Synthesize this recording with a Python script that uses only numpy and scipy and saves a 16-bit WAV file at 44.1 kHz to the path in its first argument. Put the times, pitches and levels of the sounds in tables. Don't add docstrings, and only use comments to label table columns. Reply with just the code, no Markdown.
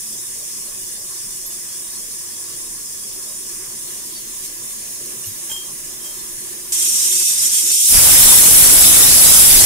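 import sys
import numpy as np
from scipy import signal
from scipy.fft import rfft, irfft, next_fast_len
from scipy.io import wavfile

SR = 44100
rng = np.random.default_rng(int(sys.argv[2]) if len(sys.argv) > 2 else 0)


def unload_wav(signal):
    wavfile.write(
        sys.argv[1],
        SR,
        np.round(np.clip(np.atleast_2d(signal).T, -1, 1) * 32767).astype(np.int16),
    )


N = 425565
N_FFT = next_fast_len(N)
TIME_S = np.arange(N) / SR
HZ = np.maximum(np.fft.rfftfreq(N_FFT, 1 / SR), 1)
LEFT_RIGHT = np.array([[1], [-1]])

# frequency in Hz, relative density in dB.
BURNER_SPECTRUM = [(15, 3.5), (30, 10), (50, -6.5), (120, -2.5), (230, -4.5), (450, -5), (700, -12),
                   (1400, -13), (2500, -9), (4000, -24)]
LEAK_SPECTRUM = [(1200, -42), (1900, -24.5), (3500, -17.5), (4050, -22.5), (4750, -18), (5150, -7.5),
                 (6900, -3.5), (8200, -4.5), (9300, -0.5), (10300, -3), (11200, -10), (12200, -12),
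                 (14200, -8), (15300, -15)]
LEAK_NEAR_SPECTRUM = [(1200, -34.5), (1900, -17), (3500, -14), (4050, -13.5), (4750, -15.5), (5150, -5.5),
                      (6900, -1.5), (8200, -2), (9600, 2), (10400, 0), (11200, -7.5), (12200, -8.5),
                      (14200, -5), (15300, -11.5)]
JET_SPECTRUM = [(800, -45.5), (1900, -23), (3650, -11.5), (4300, -14.5), (5050, -13), (5350, -2), (7400, 0),
                (8000, -2.5), (8800, 2.5), (11300, -7.5), (12100, -10.5), (12800, 0), (13500, -6),
                (14100, -33)]
BLAST_SPECTRUM = [(880, -48), (1500, -30), (3440, -11.5), (4220, -16.5), (4700, -14), (5440, -10),
                  (5780, -11.5), (6240, -9), (6810, -10.5), (7440, -1), (8780, -2), (10400, 1.5),
                  (13000, -6), (14300, -7.5), (15500, -9.5)]
BUFFET_SPECTRUM = [(12, -32), (20, 3), (65, -2.5), (487, -12), (759, -12.5), (1310, -13.5), (1510, -13.5),
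                   (2500, -12), (3250, -17), (5500, -120)]
# frequency in Hz, width in Hz, peak in dB over the
ROOM_MODES = [(127.7, 14, -3.5), (219.7, 11.5, 7), (602, 14, 4), (2010, 45, -1)]
PIPE_MODES = [(354.5, 73, -2.5), (1070, 177, 7), (1710, 62, 7.5)]
# time in seconds, level in dB against the rumble.
DRONE_LEVELS = [(0, -7.5), (3.2, -8.5), (3.6, -3), (4.4, -8), (5.2, -4.5), (6.7, -6.5), (6.95, 2.5),
                (7.02, -7), (7.1, 4), (7.22, -2), (7.4, -9), (7.48, -3), (7.56, -6), (7.62, 4), (7.72, -3)]
# frequency in Hz, left-right correlation.
BURNER_CORRELATION = [(60, 0.31), (150, 0.88), (380, 0.71), (950, 0.26), (2380, 0.053), (5980, 0.0),
                      (15000, -0.0)]
# frequency in Hz, left minus right in dB.
LEAK_BALANCE = [(1500, 14), (3000, -1.5), (6000, -3.5), (9000, -3), (15000, 0)]
JET_BALANCE = [(60, 1.5), (130, 2.5), (290, 1.0), (640, 12), (1410, 17), (3100, 1.5), (6820, -4.5),
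               (15000, 3)]
BLAST_BALANCE = [(60, -8), (130, -6.5), (290, -3.5), (640, -3.5), (1410, -3), (3100, 0), (6820, -3.5),
                 (15000, 3.5)]
# delay in ms, relative gain.
PATHS_LEFT = [(.45, 0.42), (1.0, 0.12), (2.8, 0.64), (3.7, 0.94)]
PATHS_RIGHT = [(0, 1), (.2, 0.08), (1.3, .3)]
# frequency in Hz, width in Hz, level in dB against the hiss.
LEAK_TONES = [(2904, 67, -32.5), (3334, 88, -29), (3575, 78, -28), (3812, 55, -29), (4250, 57, -27),
              (4530, 67, -26.5), (4870, 53, -26), (5040, 66, -23.5), (5220, 69, -24), (5400, 65, -22.5),
              (6110, 79, -22.5), (6910, 110, -23)]
JET_TONES = [(2610, 78, -29.5), (3254, 70, -25), (3580, 110, -26.5), (3910, 73, -27.5), (4540, 50, -25),
             (4890, 70, -24), (5360, 130, -17.5), (5670, 120, -18), (6060, 160, -24.5), (7180, 80, -19),
             (7450, 100, -15)]
BLAST_TONES = [(3618, 93, -26), (3910, 110, -26.5), (4256, 64, -26), (4550, 80, -28), (4870, 110, -21),
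               (5230, 98, -22.5), (5485, 85, -21), (5670, 71, -23), (5870, 69, -26), (6130, 80, -21.5),
               (6460, 94, -21), (6700, 62, -22.5)]
# time in seconds, level change in dB.
LEAK_PUFFS = [(1.48, -1), (4.45, 3.5), (5.27, 2), (5.52, 2.5), (6.06, 1.5)]
JET_FALTERS = [(6.772, -1), (6.922, 0), (7.36, -3), (7.5, -3), (7.646, -3.5)]
# start in seconds, frequency in Hz, level in dB,
# T60 in seconds.
LONE_RINGS = [(1.458, 12600, -27, .2), (1.47, 12600, -33, 0.22), (4.15, 4540, -36, 0.27),
              (5.24, 2850, -20, 0.032), (5.265, 12430, -29, .15), (5.265, 100, -29, 0.2)]
# frequency in Hz, level in dB against the clink, T60 in seconds.
CUP_MODES = [(900, -6, .08), (3187, 0, .26), (3204, -5, .2), (3150, -8, .12), (3250, -6, .11),
             (7437, -5, .18), (9350, -14, .16), (11560, -13, .09), (13690, -10, .17), (14775, -11, .11)]
# start in seconds, level in dB.
CUP_CLINKS = [(5.498, -28), (5.507, -36), (5.514, -24.5), (5.562, -31), (6.000, -41), (6.044, -39),
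              (6.058, -34)]
# start in seconds, length in seconds, change of the lows in dB,
# change of the drone in dB.
DIPS = [(6.865, 0.028, -7, 6), (6.955, 0.02, -2, 1), (7.089, 0.02, -8, -2), (7.17, 0.023, -10, -3),
        (7.235, 0.056, -19, -35), (7.59, .012, -12, 0.1), (7.721, .052, -26, -2), (7.768, 0.052, -12, -18),
        (7.819, 0.036, -12, 5), (7.863, 0.011, -20, -13.5)]

TIP_S, LIFT_S, OPEN_S = 6.721, 7.77, 8.14


def amp(db):
    return 10 ** (np.asarray(db) / 20)


def unit_rms(x):
    return x / np.sqrt(np.mean(x ** 2))


def over_hz(points):
    hz, value = np.transpose(points)
    return np.interp(np.log(HZ), np.log(hz), value)


def peaks(modes):
    return sum(amp(db) / (1 + (2 * (HZ - hz) / width_hz) ** 2) for hz, width_hz, db in modes)


def ramp(start_s, end_s):
    return np.sin(np.pi / 2 * np.clip((TIME_S - start_s) / (end_s - start_s), 0, 1))


def bumps_db(events, lead_s, tail_s):
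    return sum(np.interp(TIME_S, [s - lead_s, s, s + tail_s], [0, db, 0]) for s, db in events)


def white_spectra(count):
    return rfft(rng.standard_normal((count, N_FFT)))


def drift(rate_hz, control_hz=200):
    noise = rng.standard_normal(int(N / SR * control_hz + 400))
    pole = np.exp(-2 * np.pi * rate_hz / control_hz)
    slow = signal.lfilter([1], [1, -2 * pole, pole * pole], noise)[398:]
    return np.interp(TIME_S * control_hz, np.arange(len(slow)), unit_rms(slow))


def turbulence(spectra, common_db, band_db, rate_hz):
    half_octaves = 2 * np.log2(HZ / 20)
    common, out = drift(rate_hz / 3), 0
    for k in range(int(half_octaves[-1]) + 2):
        band = spectra * np.clip(1 - abs(half_octaves - k), 0, 1)
        if np.max(abs(band)) > .003 * np.max(abs(spectra)):
            out = out + amp(common_db * common + band_db * drift(rate_hz)) * irfft(band)[:, :N]
    return unit_rms(out)


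def burner(start_db=-46, rise_db_per_s=0.2346):
    correlation = np.clip(over_hz(BURNER_CORRELATION), 0, 1)
    spectra = []
    for resonance in (1 + peaks(ROOM_MODES + PIPE_MODES[1:]), peaks(PIPE_MODES[:1])):
        mid, side = white_spectra(2)
        pair = np.sqrt(1 + correlation) * mid + np.sqrt(1 - correlation) * side * LEFT_RIGHT
        spectra.append(pair * resonance * amp(over_hz(BURNER_SPECTRUM)))
    rumble = turbulence(spectra[0], common_db=0.25, band_db=2.5, rate_hz=8.5)
    drone = turbulence(spectra[1], common_db=2.9, band_db=0.77, rate_hz=19)
    level_db = start_db + rise_db_per_s * TIME_S
    drone_db = np.interp(TIME_S, *np.transpose(DRONE_LEVELS))
    return amp(level_db) * rumble, amp(level_db + drone_db) * drone


def kitchen_echo(t60_s=0.13):
    t = np.arange(SR // 2) / SR
    tail = rng.standard_normal(len(t)) * amp(-60 * t / t60_s)
    return rfft(tail / np.sqrt(np.sum(tail ** 2)), N_FFT)


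def steam(spectrum, balance, direct_share=0.12, echo_share=0.52, **flicker):
    source, left, right = white_spectra(3)
    sides = []
    for paths, diffuse in ((PATHS_LEFT, left), (PATHS_RIGHT, right)):
        comb = sum(gain * np.exp(-2j * np.pi * HZ * ms / 1000) for ms, gain in paths)
        comb /= np.sqrt(np.mean(abs(comb) ** 2))
        transfer = np.sqrt(direct_share) * comb + np.sqrt(echo_share) * kitchen_echo()
        sides.append(source * transfer + np.sqrt(1 - direct_share - echo_share) * diffuse)
    colour_db = over_hz(spectrum) + over_hz(balance) / 2 * LEFT_RIGHT
    return turbulence(np.array(sides) * amp(colour_db), **flicker)


def wavering_tones(tones, waver_db, rate_hz):
    noise, out = rng.standard_normal((2, N)), 0
    for hz, width_hz, db in tones:
        radius = np.exp(-np.pi * width_hz / SR)
        resonator = [1, 0, -1, 1, -2 * radius * np.cos(2 * np.pi * hz / SR), radius ** 2]
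        waver = amp(waver_db * np.tanh(drift(rate_hz)))
        out = out + amp(db) * unit_rms(waver * signal.sosfilt([resonator, resonator], noise))
    return out


def leak(start_db=-27.5, sag_db_per_s=0.17, swing_s=(3.3, 4.26)):
    level_db = start_db - sag_db_per_s * TIME_S + bumps_db(LEAK_PUFFS, lead_s=.035, tail_s=.042)
    pan_db = 1.3 - 0.1 * TIME_S
    first = steam(LEAK_SPECTRUM, LEAK_BALANCE, common_db=0.33, band_db=0.85, rate_hz=15)
    near = steam(LEAK_NEAR_SPECTRUM, LEAK_BALANCE, common_db=0.35, band_db=0.86, rate_hz=9)
    fade_rad = np.interp(TIME_S, swing_s, [0, np.pi / 2])
    hiss = np.cos(fade_rad) * first + np.sin(fade_rad) * near
    tones = wavering_tones(LEAK_TONES, waver_db=9.5, rate_hz=7.4)
    return amp(level_db + pan_db / 2 * LEFT_RIGHT) * (hiss + tones)


def metal_rings(rise_cycles=24, max_rise_s=0.014, knock_db=-10, knock_t60_s=.05, echo_db=-5):
    cup_rings = [(s, hz, db + mode_db, t60_s) for s, db in CUP_CLINKS for hz, mode_db, t60_s in CUP_MODES]
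    direct = np.zeros(N)
    for start_s, hz, db, t60_s in cup_rings + LONE_RINGS:
        t = np.arange(int(t60_s * SR)) / SR
        swell = 1 - np.exp(-t / min(rise_cycles / hz, max_rise_s))
        decay = amp(db - 60 * t / t60_s)
        direct[round(start_s * SR):][:len(t)] += decay * swell * np.sin(2 * np.pi * hz * t)
    t = np.arange(SR // 10) / SR
    lowpass = signal.butter(1, 2500, fs=SR)
    for start_s, db in CUP_CLINKS:
        knock = unit_rms(signal.lfilter(*lowpass, rng.standard_normal(len(t))))
        direct[round(start_s * SR):][:len(t)] += amp(db + knock_db - 60 * t / knock_t60_s) * knock
    room = 1 + amp(echo_db) * np.array([kitchen_echo(), kitchen_echo()])
    return irfft(rfft(direct, N_FFT) * room)[:, :N]


def jet(start_db=-15.5, attack_s=0.0013, growth_db_per_s=2.2, fade_db_per_s=25):
    level_db = start_db + growth_db_per_s * (TIME_S - TIP_S)
    level_db += bumps_db(JET_FALTERS, lead_s=0.062, tail_s=0.047)
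    level_db -= fade_db_per_s * np.maximum(TIME_S - LIFT_S, 0)
    hiss = steam(JET_SPECTRUM, JET_BALANCE, common_db=0.52, band_db=0.8, rate_hz=36)
    tones = wavering_tones(JET_TONES, waver_db=9, rate_hz=11.3)
    return amp(level_db) * ramp(TIP_S, TIP_S + attack_s) * (hiss + tones)


def mix_with_dips(noise, drone, edge_s=0.011, below_hz=1970):
    change_db = np.zeros((2, N))
    for start_s, length_s, *db in DIPS:
        window = np.interp(TIME_S - start_s, [0, edge_s, length_s, length_s + edge_s], [0, 1, 1, 0])
        change_db += np.outer(db, window)
    lows_gain, drone_gain = amp(change_db)
    lows = irfft(rfft(noise, N_FFT) / (1 + (HZ / below_hz) ** 16))[:, :N]
    return noise + (lows_gain - 1) * lows + drone_gain * drone


def blast(level_db=-5):
    hiss = steam(BLAST_SPECTRUM, BLAST_BALANCE, echo_share=0.31, common_db=0.49, band_db=0.93, rate_hz=13)
    tones = wavering_tones(BLAST_TONES, waver_db=9, rate_hz=9)
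    return amp(level_db) * ramp(LIFT_S, OPEN_S) * (hiss + tones)


def buffet(level_db=-21.5, start_s=7.885, full_s=7.99):
    colour_db = over_hz(BUFFET_SPECTRUM) + over_hz(BLAST_BALANCE) / 2 * LEFT_RIGHT
    gusts = turbulence(white_spectra(2) * amp(colour_db), common_db=0.58, band_db=2.9, rate_hz=21)
    return amp(level_db) * ramp(start_s, full_s) * gusts


def scene():
    rumble, drone = burner()
    return mix_with_dips(jet() + blast() + leak() + rumble, drone) + buffet() + metal_rings()


def record(dry):
    clip_level, cutoff_hz = 0.89, 15680
    lowpass = signal.ellip(12, .1, 70, cutoff_hz, fs=SR, output="sos")
    return signal.sosfilt(lowpass, np.clip(dry, -clip_level, clip_level))


dry = scene()
out = record(dry)
unload_wav(out)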